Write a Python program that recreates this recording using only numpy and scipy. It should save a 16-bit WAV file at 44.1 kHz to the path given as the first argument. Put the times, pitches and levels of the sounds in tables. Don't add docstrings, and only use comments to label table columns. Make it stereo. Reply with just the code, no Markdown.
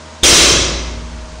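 import sys
import numpy as np
from scipy import signal
from scipy.fft import rfft, irfft
from scipy.io import wavfile

SR = 44100
rng = np.random.default_rng(int(sys.argv[2]) if len(sys.argv) > 2 else 0)


def dump_mix(stems):
    frames = np.atleast_2d(stems).T
    limited = np.clip(frames, -1, 1)
    pcm = np.round(limited * 32767).astype(np.int16)
    wavfile.write(sys.argv[1], SR, pcm)


N = 61739
BIN_HZ = np.fft.rfftfreq(2 * N, 1 / SR)


def amp(db):
    return 10 ** (np.asarray(db) / 20)


def curve(points, hz):
    f, value = np.transpose(points)
    return np.interp(np.log(hz + 1), np.log(f + 1), value)


def since(start_s):
    return np.maximum(np.arange(N) / SR - start_s, 0)


def fade(t, t60):
    return np.exp(-np.log(1000) * t / t60)


def noise(eq):
    x = irfft(rfft(rng.standard_normal(2 * N)) * amp(curve(eq, BIN_HZ)))[:N]
    return x / np.sqrt(np.mean(x ** 2) + 1e-20)


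def wander(x, count=256):
    return np.interp(x, np.arange(count), rng.standard_normal(count))


def strike(modes, start_s):
    t = since(start_s)
    return sum(amp(db) * fade(t, t60) * np.sin(2 * np.pi * hz * t) for hz, db, t60 in modes)


# freq_hz, gain_db
AIR_EQ = [(20, -28), (35, -20), (70, -8), (120, -6), (200, -3.5), (400, -4), (650, -2), (800, -4.5),
          (1100, -2.5), (1700, -7), (3000, -10), (6600, -11), (8000, -18), (9800, -25.5), (10400, -36),
          (16000, -77)]
# harmonic_number, rms_db
FAN_HARMONICS = [(1, -40.5), (2, -50.5), (3, -46), (4, -51.5), (6, -54), (7, -57), (8, -42), (9, -68),
                 (11, -53), (12, -46.5), (13, -57)]
def ventilation(fan_hz=78.34, air_db=-36, waver_hz=6.13, waver_rad=0.51, flutter=0.13):
    t = since(0)
    bed = amp(air_db) * noise(AIR_EQ)
    for harmonic, db in FAN_HARMONICS:
        phase = 2 * np.pi * (harmonic * fan_hz * t + rng.random()) + waver_rad * wander(t * waver_hz)
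        swell = 1 + flutter * wander(t * waver_hz)
        bed += np.sqrt(2) * amp(db) * swell * np.sin(phase)
    return bed


# pitch_hz, level_db, t60_s
FLEX_MODES = [(58.36, -13.5, 4.34), (163, -24, 3.58), (236.2, -28.5, 4.57), (272.8, -15.5, 1.6),
              (331.5, -9, 1.23), (364.1, -8.5, 1.17), (545.6, -13.5, 0.39)]
def bar_flex(landing_s):
    return strike(FLEX_MODES, landing_s)


# start_s, level_db, swell_s
RIM_HITS = [(0.2304, 0.5, .014), (0.321, -6.5, 0.012), (.412, -6.5, 0.0088)]
def rim_thud(start_s, db, swell_s, knock_hz=362.7, squash_s=0.002, push_hz=69.2, push_db=-4):
    t = since(start_s)
    knock = np.sin(2 * np.pi * knock_hz * t * t / (t + squash_s))
    push = amp(push_db) * np.sin(2 * np.pi * push_hz * t)
    envelope = t / swell_s * np.exp(1 - t / swell_s)
    return amp(db) * envelope * (knock + push)


# pitch_hz, level_db, t60_s
COLLAR_MODES = [(3563, 12.5, 0.069), (3656, 5.5, 0.084), (3278, 1.5, 0.42), (6350, 7.5, 0.087)]
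def collar_clank(landing_s, graze_s=0.2286, graze_db=-36.5):
    return amp(graze_db) * strike(COLLAR_MODES, graze_s) + strike(COLLAR_MODES, landing_s)


# start_s, level_db
PLATE_HITS = [(0.2335, 1), (0.257, -4), (0.323, -6)]
# pitch_hz, relative_db
STEEL_MODES = [(2201, -15), (2860, -12), (3200, -5.5), (3290, -14), (3372, -7), (3587, -8), (3953, -4),
               (4017, -9), (4440, -9.5), (4850, -8.5), (5312, -4.5), (5746, -2), (6030, -5), (6220, -4.5),
               (6745, -5.5), (7230, -7.5), (7562, -8), (8290, -12.5), (9390, -22)]
def steel_ring(level_db=-4, build_s=0.014, count=5, split_hz=19, neighbour_db=-4.5,
               shimmer_depth=0.64, shimmer_hz=21.78):
    t, ring = since(0), np.zeros(N)
    for hz, db in STEEL_MODES:
        t60 = 0.85 * (4000 / hz) ** 0.13
        energy = sum((amp(hit_db) * fade(since(s), t60) * (1 - np.exp(-since(s) / build_s))) ** 2
                     for s, hit_db in PLATE_HITS)
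        offsets_hz = split_hz * (np.linspace(-2, 2, count) + rng.uniform(-0.499, 0.5077, count))
        offsets_hz[count // 2] = 0
        gains = np.where(offsets_hz == 0, 1, amp(neighbour_db))
        shimmer = 1 + shimmer_depth * (wander(t * shimmer_hz) + 1j * wander(t * shimmer_hz))
        cycles = (hz + offsets_hz[:, None]) * t + rng.random((count, 1))
        cluster = gains @ np.sin(2 * np.pi * cycles + np.angle(shimmer))
        ring += amp(db) * np.sqrt(energy) * abs(shimmer) * cluster
    return amp(level_db) * ring


# freq_hz, gain_db
CRASH_EQ = [(25, -20), (45, -15), (75, -4), (125, -5), (200, -5), (370, 3.5), (620, 2.5), (780, -7),
            (1100, -1), (1700, -3.5), (2400, 1), (3500, 2), (4600, 1), (6200, 3.5), (7500, -3),
            (9500, -7.5), (11000, -17), (16000, -36)]
# band_hz, t60_s
ROOM_DECAY = [(40, 4.8), (130, 1.64), (350, 1.145), (1000, 1.18), (2500, 1.019), (6000, 0.93), (8000, 0.73),
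              (11000, 0.55)]
def room_crash(t, gain_db=5, build_s=0.0033):
    spectrum = rfft(noise(CRASH_EQ), 2 * N)
    centres_hz, t60s = np.transpose(ROOM_DECAY)
    tail = np.zeros(N)
    for solo, t60 in zip(np.eye(len(t60s)), t60s):
        band_gain = curve(list(zip(centres_hz, solo)), BIN_HZ)
        tail += irfft(spectrum * band_gain)[:N] * fade(t, t60)
    return amp(gain_db) * (1 - np.exp(-t / build_s)) * tail


def plate_crash(ripple_db=2.15, ripple_hz=70):
    crashes = sum(amp(db) * room_crash(since(s)) for s, db in PLATE_HITS)
    ripple = wander(BIN_HZ / ripple_hz, 2048) * np.minimum(BIN_HZ / 2000, 1)
    log_gain = np.log(amp(ripple_db * ripple))
    resonances = np.exp(np.conj(signal.hilbert(log_gain)))
    return irfft(rfft(crashes, 2 * N) * resonances)[:N]


def scene():
    landing_s = PLATE_HITS[0][0]
    rims = sum(rim_thud(*hit) for hit in RIM_HITS)
    barbell = rims + collar_clank(landing_s) + steel_ring() + plate_crash() + bar_flex(landing_s)
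    return np.tile(barbell + ventilation(), (2, 1))


# freq_hz, gain_db
RECORDER_EQ = [(20, -0.5), (7000, -3), (9700, -1), (10300, -9.5), (11000, -14.5), (15500, -13)]
def record(dry, ceiling=0.71, knee=8, cutoff_hz=15800):
    oversampled = signal.resample_poly(dry, 2, 1, axis=1)
    clipped = oversampled / (0.5 + abs(oversampled / ceiling) ** knee) ** (1 / knee)
    clipped = signal.resample_poly(clipped, 1, 2, axis=1)
    dulled = irfft(rfft(clipped, 2 * N) * amp(curve(RECORDER_EQ, BIN_HZ)))[:, :N]
    lowpass = signal.firwin(511, cutoff_hz, window=("kaiser", 9), fs=SR)
    return signal.oaconvolve(dulled, lowpass[None], "same")


dry = scene()
out = record(dry)
dump_mix(out)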